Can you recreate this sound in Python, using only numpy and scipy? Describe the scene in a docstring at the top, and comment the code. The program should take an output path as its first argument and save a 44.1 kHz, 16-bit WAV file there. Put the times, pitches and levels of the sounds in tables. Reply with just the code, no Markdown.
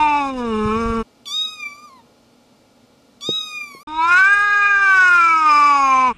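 """A cat yowls in a cramped dark space, close to a hard wall that cuts notches into its wails.
It opens with a low wail, raspy where it is pushed, while the microphone rumbles and bumps in the hand.
Quiet room tone follows, and over it two thin high mews, each dulling as the mouth closes.
Two soft, hollow knocks land behind the second mew. Last comes a longer, louder wail that climbs,
sinks and just touches the limiter, with the hand rumbling faintly under it."""
import sys
import numpy as np
from scipy import signal
from scipy.fft import rfft, irfft, next_fast_len
from scipy.io import wavfile
from scipy.ndimage import uniform_filter1d, minimum_filter1d

SR = 44100
rng = np.random.default_rng(int(sys.argv[2]) if len(sys.argv) > 2 else 0)


def waveform_to_disk(signal):
    """Save audio, clipped to [-1, 1], as 16-bit WAV at the path in sys.argv[1]."""
    frames = np.transpose(np.atleast_2d(signal))
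    scaled = np.clip(frames, -1, 1) * 32767
    samples = np.round(scaled).astype(np.int16)
    wavfile.write(sys.argv[1], SR, samples)


N = 272405
TIME = np.arange(N) / SR
CONTROL_HOP = 64   # samples between updates of a cry's pitch and tone colour


def from_db(db):
    return 10 ** (np.asarray(db) / 20)


def unit_rms(x):
    return x / np.sqrt(np.mean(x ** 2) + 1e-20)


def columns_at(rows, t):
    """The columns of an automation table at the times t."""
    times, *columns = np.transpose(rows)
    return [np.interp(t, times, column) for column in columns]


def gain_at(curve, hz):
    """Gain of an EQ curve at the given frequencies."""
    points_hz, db = np.transpose(curve)
    return from_db(np.interp(np.log(hz), np.log(points_hz), db))


def equalise(x, curve):
    """A signal shaped by an EQ curve."""
    size = next_fast_len(N)
    hz = np.maximum(np.fft.rfftfreq(size, 1 / SR), 1)
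    return irfft(rfft(x, size) * gain_at(curve, hz), size)[:N]


def noise(curve):
    """Steady noise of a given colour; rms 1."""
    return unit_rms(equalise(rng.standard_normal(N), curve))


def gate(start, end):
    """Open between two times, with 3 ms edges."""
    return np.clip(np.minimum(TIME - start, end - TIME) / .003, 0, 1)


def drift(rate, t):
    """Smooth random modulation with about `rate` turns a second; spread 1."""
    hop, run_in = 8, 4000
    pole = np.exp(-2 * np.pi * rate * hop / SR)
    white = rng.standard_normal(N // hop + run_in + 2)
    slow = signal.lfilter([1], [1, -2 * pole, pole * pole], white)[run_in:]
    return np.interp(t * SR / hop, np.arange(len(slow)), unit_rms(slow))


def ring(clicks, hz, t60):
    """A unit click sets off a decaying sine of height 1."""
    pole, angle = from_db(-60 / (t60 * SR)), 2 * np.pi * hz / SR
    return signal.lfilter([0, np.sin(angle)], [1, -2 * pole * np.cos(angle), pole ** 2], clicks + 1e-18)


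def glide(melody, steps):
    """Pitch along a melody, with its corners rounded."""
    return uniform_filter1d(columns_at(melody, steps)[0], size=15, mode="nearest")


def resonance(hz, centre_hz, width_hz, steep):
    """Gain of a vocal resonance; steep sets how fast its skirts fall."""
    return (1 + (2 * (hz - centre_hz) / width_hz) ** 2) ** (-steep / 2)


def share_out(bands):
    """Each (shape, level_db) band spreads its power over the harmonics under it; gives their heights."""
    power = sum(shape ** 2 / np.sum(shape ** 2, axis=0) * from_db(2 * db) for shape, db in bands)
    return np.sqrt(2 * power)


def harmonics(heights, steps, t, phase, flutter_db, flutter_rate):
    """Harmonics locked to one phase; the higher ones flutter more."""
    out = np.zeros(len(t))
    for k, height in enumerate(heights, 1):
        flutter = from_db(flutter_db * (k / len(heights)) ** 0.55 * drift(flutter_rate, steps))
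        out += np.interp(t, steps, height * flutter) * np.sin(k * phase + rng.uniform(0, 2 * np.pi))
    return out


# Overtones that whistle out of the wails, or duck: peak_s, half_length_s, centre_hz, lift_db
FLARES = [(0.14, 0.15, 2680, 15.5), (.6, 0.24, 2950, 3.5), (3.974, 0.036, 3780, 15),
          (4.044, .04, 4330, 15.5), (4.171, 0.033, 4010, 13), (4.361, 0.085, 8150, 19),
          (4.443, 0.033, 2455, -2.5), (4.48, 0.09, 3700, 6.5), (4.56, 0.16, 4050, 9.5),
          (4.589, 0.55, 6550, 8.5), (4.676, 0.052, 2435, 8.5), (5.3, 0.091, 2320, 7.5),
          (5.56, 0.32, 5020, 9.5), (5.95, 0.28, 6260, 15)]


def overtone_flares(hz, steps, pitch):
    """Gain of narrow bands that swell for a moment and glide with the pitch."""
    lift_db = 0
    for peak_s, half_s, centre_hz, db in FLARES:
        swell = np.exp(-((steps - peak_s) / half_s) ** 2)
        gliding_hz = centre_hz * pitch / np.interp(peak_s, steps, pitch)
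        lift_db += db * swell * resonance(hz, gliding_hz, width_hz=310, steep=3.9)
    return from_db(lift_db)


# Top-end colour of a wail: freq_hz, gain_db
WAIL_TREBLE_EQ = [(4300, -28.5), (4850, 15.5), (5400, 2), (6400, -0.5), (7600, -4.5), (9200, -12),
                  (10000, -10.5), (11500, -57.5)]
# Hoarse bands that come up with the chest tone: centre_hz, width_hz, full_lift_db
HOARSE_BANDS = [(5400, 480, 11.5), (9100, 700, 11.5)]
WALL_DELAY_S, WALL_ECHO, WALL_REBOUND = 0.000775, 0.99, 0.5


def wail_colour(steps, pitch, effort_db, mouth_hz, treble_db, chest_level_db):
    """Harmonic heights shaped by chest, nose, mouth and throat, and comb-filtered by the near wall."""
    chest_db = chest_level_db - 21 * np.log2(pitch / 211.3)   # thins out as the pitch climbs
    hz = np.arange(1, 49)[:, None] * pitch
    # repeated bounces make the notches narrow
    bounce = np.exp(-2j * np.pi * hz * WALL_DELAY_S)
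    wall = np.abs((1 + WALL_ECHO * bounce) / (1 + WALL_REBOUND * bounce))
    chest = resonance(hz, 320, width_hz=2150, steep=14.5)
    nose = resonance(hz, 1665, width_hz=43, steep=0.6) + .5 * resonance(hz, 2860, width_hz=340, steep=7)
    # the open mouth radiates little bass
    mouth = resonance(hz, mouth_hz, width_hz=202, steep=1.8) / (1 + (470 / hz) ** 4)
    broad = share_out([(wall * chest, chest_db), (wall * nose, chest_db - 19.5),
                       (wall * mouth, effort_db), (wall * gain_at(WAIL_TREBLE_EQ, hz), treble_db)])
    # two steady throat resonances: the lower grows faster than the effort, the upper dulls with time
    lower_db = -11.5 + 1.281 * effort_db + 0.65 * drift(14, steps)
    upper_db = -33.5 + 0.45 * effort_db - 11 * (steps - steps[0])
    lower = from_db(lower_db) * resonance(hz, 2354, width_hz=199, steep=1.144)
    upper = from_db(upper_db) * resonance(hz, 3670, width_hz=264, steep=1.75)
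    heights = np.sqrt(broad ** 2 + 2 * wall ** 2 * (lower ** 2 + upper ** 2))
    # the throat scoops out one band; a low-pass dulls the wail above about 9 kHz
    scoop = from_db(-7 * resonance(hz, 4790, width_hz=370, steep=1.3))
    low_pass = 1 / (1 + (hz / 9350) ** 16)
    hoarseness = np.minimum(from_db(chest_db + 19.5), 1)
    hoarse_db = sum(db * resonance(hz, centre, width, steep=9) for centre, width, db in HOARSE_BANDS)
    return heights * overtone_flares(hz, steps, pitch) * scoop * low_pass * from_db(hoarseness * hoarse_db)


# Pitch line of each wail: time_s, pitch_hz
WAIL_MELODIES = [
    [(0.0, 307.2), (0.2, 285.4), (0.344, 258.5), (0.534, 216.9), (0.644, 212.9), (0.71, 213.6),
     (0.8, 230.0), (0.974, 227.8), (1.027, 221.4)],
    [(3.88, 304.4), (4.02, 325.2), (4.1, 348.5), (4.16, 360.5), (4.19, 378), (4.25, 387.8), (4.3, 403.6),
     (4.45, 410.2), (4.66, 406.7), (4.85, 393.6), (5.22, 339.4), (5.43, 313.2), (5.53, 294.8),
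     (5.68, 290.9), (5.9, 264.4), (6.05, 255.5), (6.09, 249.6), (6.12, 217.0)],
]
# How each wail is pushed: time_s, effort_db, mouth_hz, treble_db, strain (0-1)
WAIL_PUSHES = [
    [(0.0, -13.5, 965, -49.5, 0.94), (.1, -16, 948, -48.5, 0.5), (.22, -20.5, 953, -42.5, 0.48),
     (.3, -26.5, 953, -54.5, 0.97), (.355, -46, 1070, -61, 0.8), (.385, -30.5, 1050, -53, 1),
     (.54, -29, 1140, -60, 0.14), (.72, -23.5, 1150, -54, .55), (.85, -25, 1220, -47, 0.54),
     (1.032, -28.5, 1210, -61, 1)],
    [(3.872, -34, 1054, -58, 0.7), (3.96, -24, 1010, -54, 0), (4.01, -14, 1047, -52, 0.1),
     (4.07, -16.5, 1180, -43.5, 0.63), (4.165, -5, 1372, -36, 1), (4.3, -13, 1480, -42, 0.34),
     (4.78, -14.5, 1459, -44.5, 0.22), (5.0, -9.5, 1371, -37.5, 0.6), (5.25, -13, 1293, -40, 0.65),
     (5.44, -14.5, 1156, -42, 0.11), (5.5, -11, 1112, -37, 0.48), (5.66, -11.5, 1120, -39, 0.52),
     (5.8, -15, 990, -38, 0.13), (6.085, -13.5, 971, -47.5, 0.42), (6.132, -30.5, 1050, -58, .9)],
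]
# Gritty hiss that comes up where the wail is pushed hardest: freq_hz, gain_db
GRIT_EQ = [(500, -4.5), (1300, -16.5), (2500, -6.5), (3600, -5.5), (4500, -3), (5300, -0.5), (6000, -3),
           (9000, -10), (10000, -15), (12200, -21.5), (13500, -49.5)]
WAIL_CHEST_DB = (-19.5, -25.5)   # chest weight of each wail at the bottom of its range


def wail(melody, push, chest_level_db, waver=0.0025, jitter=.0075, shimmer=0.055, growl=0.037,
         throb_hz=16, release_s=0.021):
    """Vocal folds buzz in a long low cry; under strain their cycles roughen and a gritty hiss comes up."""
    on = gate(push[0][0], push[-1][0])
    t = TIME[on > 0]
    steps = t[::CONTROL_HOP]
    pitch = glide(melody, steps)
    effort_db, mouth_hz, treble_db, strain = columns_at(push, steps)
    # the effort quivers, and under strain the treble throbs
    effort_db += 0.62 * drift(11.3, steps)
    treble_db += 4 * strain * np.sin(2 * np.pi * throb_hz * steps + 1.7 * drift(7.8, steps))
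    heights = wail_colour(steps, pitch, effort_db, mouth_hz, treble_db, chest_level_db)
    rasp = np.interp(t, steps, strain)
    unsteady = 1 + waver * drift(27, t) + jitter * rasp * drift(180, t)
    phase = 2 * np.pi * np.cumsum(np.interp(t, steps, pitch) * unsteady) / SR
    tone = harmonics(heights, steps, t, phase, flutter_db=5.5, flutter_rate=36)
    tone *= 1 + rasp * (shimmer * drift(110, t) + growl * np.sin(phase / 2))
    # the grit pulses once a cycle and is notched at the same frequencies as the tone
    pulses = .75 + .5 * np.sin(phase)
    grit = noise(GRIT_EQ)[on > 0] * pulses * rasp * from_db(np.interp(t, steps, treble_db))
    out = np.zeros(N)
    out[on > 0] = tone + grit + WALL_ECHO * np.interp(t - WALL_DELAY_S, t, grit)
    return out * on * np.clip((t[-1] - TIME) / release_s, 0, 1)


def room_tails(x, t60=0.36):
    """Two independent short, diffuse reverb tails of the cramped space."""
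    t = TIME[:SR // 2]
    tails = rng.standard_normal((2, len(t))) * from_db(-60 * t / t60) * (t > .003)
    tails /= np.sqrt(np.sum(tails ** 2, axis=1, keepdims=True))
    return signal.fftconvolve(x[None], tails, axes=1)[:, :N]


# Fader ride of the rumble under each wail: time_s, level_db
RUMBLE_RIDES = [
    [(0.0, -40), (.2, -47.5), (.6, -39.5), (.9, -31.5), (1.03, -36.5)],
    [(3.87, -48.5), (4.95, -51), (5.3, -56), (6.18, -47)],
]
# Colour of the hand's rumble: freq_hz, gain_db
RUMBLE_EQ = [(12, -26), (20, -0.5), (46, -7.5), (72, -6), (129, -18.5), (220, -16), (290, -32), (480, -120)]
# Faint air around the wails: freq_hz, gain_db
AIR_EQ = [(100, -49.5), (300, 1), (650, -11.5), (1100, -1.5), (1900, -9), (2500, 2.5), (5000, -28.5),
          (9000, -21), (12000, -61)]
# Bumps of the hand on the microphone: start_s, strike_db, pitch_hz
HAND_BUMPS = [(.643, -27, 60.7), (0.656, -15, 110.2), (.765, -23, 92.5), (0.856, -21, 62.37),
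              (0.899, -22, 55.4), (.918, -39, 86), (.985, -25, 41.9)]


def handling(ring_cycles=3.5, soft_hz=200, rumble_trim_db=1.0, air_db=-51):
    """The hand rumbles on the microphone and now and then bumps it; faint air lies behind."""
    bumps = sum(-2 * from_db(db) * ring(signal.unit_impulse(N, round(s * SR)), hz, ring_cycles / hz)
                for s, db, hz in HAND_BUMPS)
    out = signal.sosfilt(signal.butter(2, soft_hz, fs=SR, output="sos"), bumps)
    rumble, air = noise(RUMBLE_EQ), from_db(air_db) * noise(AIR_EQ)
    for ride in RUMBLE_RIDES:
        fader = from_db(columns_at(ride, TIME)[0] + rumble_trim_db)
        out += gate(ride[0][0], ride[-1][0]) * (air + rumble * fader)
    return out


# Colour of the room's hiss: freq_hz, gain_db
ROOM_EQ = [(15, -74), (25, -23), (124, -9.5), (171, -14), (236, -1), (391, -15.5), (435, -8.5), (554, -10),
           (997, -19.5), (1370, -19.5), (1490, -28.5), (2280, -26), (2470, -26), (4450, -24), (14800, -42)]
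# Hum lines in the room: pitch_hz, level_db
HUM_LINES = [(242.2, -66.5), (538.3, -88), (839.8, -71.5), (1416, -75.5), (2315, -76.5), (2832, -79.5)]
# EQ on the hiss in the side channel: freq_hz, gain_db
HISS_SIDE_EQ = [(60, -25), (180, -32), (540, -25), (1600, -20), (4800, -18), (14300, -10)]


def room_tone(hiss_db=-54, side_drive_db=-51, hum_trim_db=0.5):
    """Soft hiss with a few wavering hum lines, as mid and side."""
    hum = 0
    for hz, db in HUM_LINES:
        phase = 2 * np.pi * hz * TIME + 1.5 * drift(1.37, TIME)
        hum += from_db(db + hum_trim_db) * np.sqrt(2) * np.sin(phase)
    mid = from_db(hiss_db) * noise(ROOM_EQ) + hum
    return mid, from_db(side_drive_db) * equalise(noise(ROOM_EQ), HISS_SIDE_EQ)


# Pitch line of each mew: time_s, pitch_hz
MEW_MELODIES = [
    [(1.26, 1190), (1.29, 1117), (1.35, 1238), (1.45, 1263), (1.55, 1250), (1.652, 1173), (1.72, 1156),
     (1.85, 1210), (1.878, 1177), (1.904, 1076), (1.97, 1024), (2.006, 904), (2.04, 887)],
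    [(3.21, 1132), (3.24, 1150), (3.27, 1231), (3.35, 1279), (3.6, 1211), (3.702, 1150), (3.78, 1065),
     (3.794, 1096), (3.83, 1216)],
]
# One cue per mew: start_s, end_s, level_db, fade_db_per_s, sheen_db, sheen_fade_db_per_s
MEW_CUES = [(1.255, 2.026, -12, 43, -49, 36), (3.207, 3.842, -14.5, 29.5, -58, -2.5)]
# Colour of a mew's upper harmonics: freq_hz, gain_db
MEW_TREBLE_EQ = [(3900, 17), (4500, 1.5), (6100, -4.5), (7400, -9), (8300, -17), (9000, -29)]
# Sheen at the very top: freq_hz, gain_db
SHEEN_EQ = [(7600, -39), (8600, 7), (9900, 5), (11000, 8), (12400, 5), (13500, -8), (15000, -16)]
# Scratch of air at the onset: freq_hz, gain_db
SCRATCH_EQ = [(1500, -28), (3000, 17), (6500, -1), (9000, -6), (12500, -8), (15000, -15)]


def mew(melody, cue, open_hz=3912, closed_hz=350, half_closed_s=0.44, waver=0.0032, jitter=.0005,
        attack_s=0.028, settle_s=0.083, catch_s=0.0023, release_s=0.034):
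    """A thin clean cry whose weight passes from the third to the second harmonic as the mouth closes."""
    start, end, level_db, fade, sheen_db, sheen_fade = cue
    on = gate(start, end)
    t = TIME[on > 0]
    steps = t[::CONTROL_HOP]
    age = steps - t[0]
    pitch = glide(melody, steps)
    hz = np.arange(1, 14)[:, None] * pitch
    mouth_hz = closed_hz + (open_hz - closed_hz) / (1 + (age / half_closed_s) ** 3)
    mouth = resonance(hz[1:3], mouth_hz, width_hz=430, steep=1.69)
    swell_db, faded_db = -6.5 * np.exp(-age / 0.11), -fade * age
    bite_db = np.exp(-(age / 0.067) ** 2)   # a touch more treble at the start
    treble_db = level_db + faded_db - 20 + bite_db
    fundamental = np.sqrt(2) * from_db(-40 + .5 * swell_db + 0.3 * faded_db)
    body = np.sqrt(2) * from_db(level_db + swell_db + faded_db) * mouth
    top = share_out([(gain_at(MEW_TREBLE_EQ, hz[3:]), treble_db),
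                     (gain_at(SHEEN_EQ, hz[3:]), sheen_db - sheen_fade * age)])
    heights = np.vstack([fundamental, body, top]) * np.clip((end - steps) / release_s, 0, 1) ** .5
    heights *= from_db(5 * np.minimum(age, .4) * drift(45, steps))   # quavers more as it fades
    # the folds start with a catch and a ragged scratch of air, then settle
    ragged, catch = np.exp(-((t - t[0]) / settle_s) ** 2), np.exp(-(t - t[0]) / catch_s)
    unsteady = 1 + waver * drift(42, t) + jitter * (1 + 12 * ragged) * drift(260, t)
    phase = 2 * np.pi * np.cumsum(np.interp(t, steps, pitch) * unsteady) / SR
    scratch = noise(SCRATCH_EQ)[on > 0] * (ragged * from_db(-33) + catch * from_db(26.5))
    out = np.zeros(N)
    out[on > 0] = harmonics(heights, steps, t, phase, flutter_db=2.6, flutter_rate=24)
    out[on > 0] += scratch * from_db(np.interp(t, steps, treble_db))
    return out * on * np.clip((TIME - start) / attack_s, 0, 1)


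# Dull knocks behind the second mew: start_s, strike_db
KNOCK_HITS = [(3.2899, -18.5), (3.748, -39.5)]
# Ring of the hollow body: pitch_hz, gain_db, t60_s
HOLLOW_MODES = [(157, -9.5, 0.12), (219, -8, 0.087), (372, 6, 0.029), (459, 3.5, 0.039), (810, -3, 0.015)]


def knocks(band_hz=(150, 620)):
    """Soft blows set one hollow body ringing."""
    clicks = sum(from_db(db) * signal.unit_impulse(N, round(s * SR)) for s, db in KNOCK_HITS)
    blows = signal.sosfilt(signal.butter(2, band_hz, "band", fs=SR, output="sos"), clicks + 1e-18)
    return sum(from_db(db) * ring(blows, hz, t60) for hz, db, t60 in HOLLOW_MODES)


# EQ on the mews' reverb in the side channel: freq_hz, gain_db
TAIL_SIDE_EQ = [(60, -25), (110, -23), (200, -23), (370, -25), (680, -22), (1260, -36), (2310, -43),
                (4250, -63), (7800, -19), (14300, -12)]


def scene(wail_reverb_db=-50.5, mew_reverb_db=-14, side_trim_db=-9, between_wails_s=(1.027, 3.834)):
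    """Nearly mono: the wails are close and almost dry; the mews and the room tone spread a little."""
    wails = sum(wail(*parts) for parts in zip(WAIL_MELODIES, WAIL_PUSHES, WAIL_CHEST_DB))
    wails = wails + from_db(wail_reverb_db) * room_tails(wails)
    mews = sum(mew(melody, cue) for melody, cue in zip(MEW_MELODIES, MEW_CUES))
    tail_mid, tail_side = room_tails(mews)
    room_mid, room_side = room_tone()
    # the tail beats against the gliding pitch and makes the mews flutter
    mid = mews + from_db(mew_reverb_db) * tail_mid + knocks() + room_mid
    side = from_db(side_trim_db) * equalise(tail_side, TAIL_SIDE_EQ) + room_side
    return wails + handling() + np.array([mid + side, mid - side]) * gate(*between_wails_s)


def record(dry, threshold=0.53, release_db_per_s=350, stopband_hz=15700):
    """A limiter snaps down on the loudest peaks and lets go quickly; the top is cut."""
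    over_db = 20 * np.log10(np.maximum(np.abs(dry).max(axis=0) / threshold, 1))
    held_db = np.maximum.accumulate(over_db + release_db_per_s * TIME) - release_db_per_s * TIME
    gain = uniform_filter1d(minimum_filter1d(from_db(-held_db), size=7), size=7)
    return signal.sosfilt(signal.cheby2(14, 70, stopband_hz, fs=SR, output="sos"), dry * gain)


dry = scene()
out = record(dry)
waveform_to_disk(out)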